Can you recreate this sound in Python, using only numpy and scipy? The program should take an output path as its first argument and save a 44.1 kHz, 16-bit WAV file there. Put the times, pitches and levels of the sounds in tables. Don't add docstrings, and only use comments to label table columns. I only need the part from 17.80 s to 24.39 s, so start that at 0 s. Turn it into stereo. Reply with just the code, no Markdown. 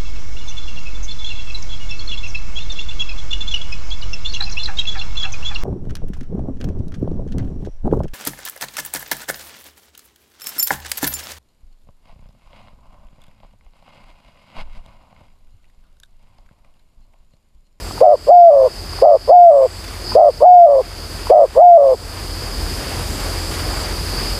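import sys
import numpy as np
from scipy import signal
from scipy.fft import rfft, irfft
from scipy.io import wavfile
from scipy.ndimage import uniform_filter1d, minimum_filter1d

SR = 44100
rng = np.random.default_rng(int(sys.argv[2]) if len(sys.argv) > 2 else 0)


def int16_out(signal):
    q = np.round(np.clip(np.atleast_2d(signal).T, -1, 1) * 32767)
    wavfile.write(sys.argv[1], SR, q.astype(np.int16))


N = 290619
TIME = np.arange(N) / SR
FREQS = np.maximum(np.arange(N // 2 + 1) * SR / N, 1)


def from_db(db):
    return 10 ** (np.asarray(db) / 20)


def rms_one(x):
    return x / np.sqrt(np.mean(x ** 2) + 1e-20)


def ramp(x):
    return np.clip(x, 0, 1)


def along(rows, where):
    first, *columns = np.transpose(rows)
    return [np.interp(where, first, column) for column in columns]


def over_hz(points):
    hz, value = np.transpose(points)
    return np.interp(np.log(FREQS), np.log(hz), value)


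def drift(rate):
    step = 20
    pole = np.exp(-2 * np.pi * rate * step / SR)
    settle = 4000
    noise = rng.standard_normal(N // step + settle + 2)
    slow = signal.lfilter([1], [1, -2 * pole, pole * pole], noise)[settle:]
    return np.interp(np.arange(N) / step, np.arange(len(slow)), rms_one(slow))


def band(x, low_hz, high_hz, order=2):
    edges_hz = [low_hz, min(high_hz, .45 * SR)]
    return signal.sosfilt(signal.butter(order, edges_hz, "band", fs=SR, output="sos"), x + 1e-18)


def high_pass(x, low_hz, order):
    return signal.sosfilt(signal.butter(order, low_hz, "high", fs=SR, output="sos"), x)


def pan(balance_db):
    return from_db(np.array([[.5], [-.5]]) * balance_db)


def diffuse_noise(spectrum, balance_db):
    # pitch_hz, likeness (0 unrelated, 1 identical)
    likeness = [(60, .94), (130, 0.45), (290, 0.064), (1400, 0.18), (3000, 0), (15000, 0.032)]
    mid, side = rfft(rng.standard_normal((2, N)))
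    alike = np.clip(over_hz(likeness), -1, 1)
    both = np.sqrt(1 + alike) * mid + np.sqrt(1 - alike) * side * [[1], [-1]]
    return irfft(both * from_db(over_hz(spectrum)) * pan(balance_db), N) * np.sqrt(SR) / 2


def open_air(waver=0.16):
    # pitch_hz, level_db (dB per Hz)
    air = [(22, -73.5), (33, -50.5), (62, -45.5), (120, -53.5), (200, -59), (340, -56), (600, -60.5),
           (1150, -63), (1800, -66), (3600, -69.5), (6000, -72), (9500, -72), (12500, -77), (15000, -82.5)]
    # pitch_hz, left_minus_right_db
    air_balance = [(60, 2.5), (200, -1), (690, -3), (2400, -2), (8000, -2), (15000, -0.5)]
    hiss = diffuse_noise(air, over_hz(air_balance)) * from_db(.5 * drift(6))
    edges_hz = np.geomspace(100, 3200, num=6)
    wavering = sum(band(hiss, low, high, order=1) * drift(8.9) for low, high in zip(edges_hz, edges_hz[1:]))
    return hiss + waver * wavering


def far_hum(centre_hz=333.4, half_width_hz=16, level_db=-44.5):
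    hum = band(rng.standard_normal((2, N)), centre_hz - half_width_hz, centre_hz + half_width_hz)
    return from_db(level_db) * rms_one(hum)


def engine(wander=.025):
    # pitch_hz (average), level_db
    engine_lines = [(43.7, -29.5), (87.2, -33.5)]
    speed = np.cumsum(1 + wander * drift(3.3)) / SR
    return sum(from_db(db) * rms_one(np.sin(2 * np.pi * hz * speed)) for hz, db in engine_lines)


def cicadas(flutter_db=1.1, level_db=-.5, waver_db=1.9):
    # time_s, relative_level_db
    cicada_level = [(0, -34.5), (1.4, -29.5), (3.1, -33), (5.2, -29), (6.5, -25.5)]
    # pitch_hz, relative_level_db
    cicada_band = [(3900, -46.5), (4200, -10), (4450, -1.5), (4630, 0.5), (4705, 6), (4780, -3),
                   (4920, 1.5), (5025, 5), (5075, -2), (5125, 2), (5220, -7), (5330, -15), (5500, -43)]
    # time_s, gain_db, half_length_s
    cicada_surges = [(2.30, 10.5, 0.068), (2.53, 7.5, 0.05)]
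    recovery_db, = along(cicada_level, TIME)
    surge_db = sum(db * np.exp(-((TIME - s) / half_s) ** 2) for s, db, half_s in cicada_surges)
    chorus_db = recovery_db + waver_db * drift(1.3) + surge_db
    flutter = from_db(flutter_db * np.array([drift(60), drift(60)]))
    return from_db(chorus_db + level_db) * rms_one(diffuse_noise(cicada_band, 0) * flutter)


def small_insects(half_width_hz=220):
    # start_s, end_s, pitch_hz, level_db (before the fades)
    buzzes = [(-.05, .17, 7650, -44), (.3, .65, 7650, -44), (.66, .92, 6230, -48), (.85, 1.05, 7600, -47),
              (1.52, 2.07, 7750, -40), (3.55, 3.85, 7700, -45), (4.08, 4.3, 7650, -44),
              (5.27, 5.47, 7600, -40.5), (5.55, 5.76, 7620, -40.5), (5.88, 6.08, 7550, -39.5)]
    out = np.zeros((2, N))
    for start, end, hz, db in buzzes:
        inside = (TIME >= start) & (TIME < end)
        noise = rng.standard_normal((2, inside.sum()))
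        buzz = rms_one(band(noise, hz - half_width_hz, hz + half_width_hz))
        out[:, inside] += from_db(db) * buzz * signal.windows.tukey(inside.sum(), .5)
    return out


def leaves(decay_s=0.013, grain_db=4):
    # time_s, relative_level_db
    leaf_steps = [(2.041, -21.5), (2.078, -26), (5.402, -19), (5.713, -18.5), (5.738, -18), (6.144, -33),
                  (6.477, -47)]
    envelope = sum(from_db(db) * (TIME >= s) * np.exp(-np.abs(TIME - s) / decay_s) for s, db in leaf_steps)
    grains = rng.standard_normal((2, N)) * from_db(grain_db * np.minimum(rng.exponential(1, N), 4))
    return envelope * rms_one(band(grains, 920, 4000, order=1)) / 2


def throat_clicks(decay_s=0.0035, level_db=2, grit=0.98):
    # time_s, relative_level_db, pitch_hz
    clicks = [(0.108, -22.5, 780), (0.177, -22.5, 960), (1.132, -23.5, 914), (1.187, -21, 933),
              (2.319, -17, 881), (3.469, -16.5, 1020)]
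    out, age = np.zeros(N), TIME[:SR // 10]
    for s, db, hz in clicks:
        noise = rms_one(band(rng.standard_normal(len(age)), 750, 1250))
        knock = (np.sin(2 * np.pi * hz * age) + grit * noise) * np.exp(-age / decay_s)
        first = int(s * SR)
        out[first:first + len(age)] += from_db(db + level_db) * knock / np.abs(knock).max()
    return band(out, 500, 1500)


def short_note(t, start, end):
    scoop, scoop_s, sag = 0.28, .0215, .17
    top_db, db_per_octave = 13, 27.5
    top_burr, burr_per_octave = .9, 1.3
    attack_s, attack_db = .008, 20.5
    age = t - start
    ratio = 1 - scoop * np.exp(-(age / scoop_s) ** 2) - sag * (age / (end - start)) ** 2
    octaves = np.log2(ratio)
    level_db = top_db + db_per_octave * octaves - attack_db * ramp(1 - (age / attack_s) ** 2)
    return ratio, level_db, top_burr + burr_per_octave * octaves


def long_note(t, start, pure_from, break_at, end, break_s):
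    climb, climb_db, climb_burr = 0.43, 11.5, .52
    attack_s, attack_db = .033, 25
    pure_db, pure_sag, pure_burr, settle_s = 17.5, .076, 0.044, 0.038
    linger_burr, linger_s = 0.1, 0.022
    purr_drop, purr_sag = .175, .125
    purr_db, purr_fade_db, purr_burr = 12, 12.5, 0.35
    to_climb = ramp((pure_from - t) / (pure_from - start))
    held = ramp((t - pure_from) / (break_at - pure_from))
    spent = ramp((t - break_at) / (end - break_at))

    tone_ratio = 1 - climb * to_climb - pure_sag * held ** 2
    tone_db = pure_db - climb_db * to_climb - attack_db * ramp(1 - (t - start) / attack_s)
    lingering = linger_burr * np.exp(-np.abs(t - pure_from) / linger_s)
    tone_burr = pure_burr + climb_burr * ramp((pure_from - t) / settle_s) + lingering
    tone = np.array([tone_ratio, tone_db, tone_burr])

    purr_ratio = 1 - purr_drop - purr_sag * spent
    purr = np.array([purr_ratio, purr_db - purr_fade_db * spent, np.full(len(t), purr_burr)])
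    return tone + (purr - tone) * ramp(.5 + (t - break_at) / break_s)


def coo_controls():
    # start_s, end_s, pitch_hz (scales the arch), relative_level_db, burr_beats_per_s
    short_notes = [(.205, .359, 642, 0, 101), (1.214, 1.372, 626, 0, 104), (2.346, 2.508, 640, -.5, 106),
                   (3.494, 3.660, 635, -.5, 108)]
    # start_s, pure_from_s, break_s (its middle), end_s, top_pitch_hz, break_length_s,
    # burr_beats_per_s
    long_notes = [(.467, .520, .700, .884, 711, .016, 118), (1.473, 1.531, 1.705, 1.873, 716, .018, 122),
                  (2.601, 2.660, 2.860, 3.020, 726, .008, 123),
                  (3.750, 3.822, 3.975, 4.151, 713, .004, 120)]
    release_s, release_drop, release_db = 0.023, 0.22, 22.5
    controls = np.zeros((4, N))

    def place(inside, end, hz, beats, note_db, shape):
        ratio, level_db, burr = shape
        dying = ramp(1 - (end - TIME[inside]) / release_s) ** 2
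        pitch_hz = hz * (ratio - release_drop * dying)
        strength = from_db(note_db + level_db - release_db * dying)
        controls[:, inside] = pitch_hz, strength, ramp(burr), np.full(len(burr), beats)

    for start, end, hz, db, beats in short_notes:
        inside = (TIME >= start) & (TIME < end)
        place(inside, end, hz, beats, db, short_note(TIME[inside], start, end))
    for start, pure_from, break_at, end, hz, break_s, beats in long_notes:
        inside = (TIME >= start) & (TIME < end)
        shape = long_note(TIME[inside], start, pure_from, break_at, end, break_s)
        place(inside, end, hz, beats, 0, shape)
    return controls


def syrinx(hz, burr, beats, jitter=.019, pure_jitter=0.0025, throb=0.12):
    phase = 2 * np.pi * np.cumsum(hz * (1 + (pure_jitter + jitter * burr) * drift(70))) / SR
    beat = 2 * np.pi * np.cumsum(beats * (1 + .09 * drift(50))) / SR
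    pulse_number = (beat / (2 * np.pi) + .5).astype(int)
    slips = np.diff(pulse_number, prepend=0) * np.minimum(burr, .8) ** 2 * rng.normal(0, 1.6, N)
    smoothing = np.hanning(SR // 300)
    phase = phase + np.cumsum(np.convolve(slips, smoothing / smoothing.sum(), "same"))
    upper = burr * np.exp(.25 * drift(60))
    throbbing = 1 + throb * burr * np.cos(beat)
    pulses = (1 + upper * np.exp(1j * beat)) * throbbing / np.sqrt(1 + upper ** 2)
    return phase, pulses


def dove(second_db=-46.5, third_db=-53, burr_second_db=-28.0, throat_hz=1260, rasp_db=-35, edge_rasp_db=-17):
    hz, strength, burr, beats = coo_controls()
    phase, pulses = syrinx(hz, burr, beats)
    rough = np.minimum(burr / .3, 1) ** 2
    tone = np.exp(1j * phase) * pulses
    overtones = from_db(second_db) * tone ** 2 + from_db(third_db) * tone ** 3
    shimmer = from_db(.5 * burr * drift(50))
    voice = strength * shimmer * np.real(tone + overtones)
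    muffle = (550 / np.maximum(hz, 430)) ** 4
    octave = np.real(np.exp(2j * phase) * pulses) * rough * strength * muffle
    octave = from_db(burr_second_db) * band(octave, 850, throat_hz, order=7)
    edge = np.minimum(strength * 3, 1) / (1 + strength / 2)
    rasp_level = rough * (from_db(rasp_db) * strength + from_db(edge_rasp_db) * edge)
    rasp = rasp_level * rms_one(band(rng.standard_normal(N), 400, 1045, order=6))
    return high_pass(voice + octave + rasp, 345, order=7)


def at_microphones(x, left_lag_s=7e-5):
    both = np.array([np.interp(TIME - left_lag_s, TIME, x), x])
    return both * pan(-.85)


def grove(x, t60=0.77, level_db=-41):
    age = TIME[:SR // 2]
    fade = from_db(-60 * age / t60)
    echoes = rng.standard_normal((2, len(age))) * fade * (age > .008)
    echoes /= np.sqrt(np.sum(echoes ** 2, axis=1, keepdims=True))
    return from_db(level_db) * signal.fftconvolve(x[None], echoes, axes=1)[:, :N]


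def scene():
    # time_s, gain_db
    gain_recovery = [(0, -5), (2, -3), (4.2, -2.5), (5.2, 1), (6.6, 1.2)]
    recovery_db, = along(gain_recovery, TIME)
    distance = from_db(recovery_db) * (open_air() + far_hum() + engine() * pan(0.86))
    background = distance + cicadas() + small_insects() + leaves()
    bird = throat_clicks() + dove()
    return at_microphones(bird) + grove(bird) + background


def record(dry, ceiling_db=0.31, release_s=0.2, look_ahead_s=0.0016, low_cut_hz=29, top_cut_hz=15150):
    dry = high_pass(dry, low_cut_hz, order=4)
    peak_db = 20 * np.log10(np.abs(dry).max(axis=0) + 1e-9)
    over_db = np.maximum(peak_db - ceiling_db, 1e-6)
    size = int(look_ahead_s * SR)
    held_db = -minimum_filter1d(-over_db, size)
    cut_db = np.exp(np.maximum.accumulate(np.log(held_db) + TIME / release_s) - TIME / release_s)
    smooth_cut_db = uniform_filter1d(uniform_filter1d(cut_db, size), size // 2)
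    limited = dry * from_db(-smooth_cut_db)
    return signal.sosfilt(signal.ellip(10, .1, 80, top_cut_hz, fs=SR, output="sos"), limited)


dry = scene()
out = record(dry)
int16_out(out)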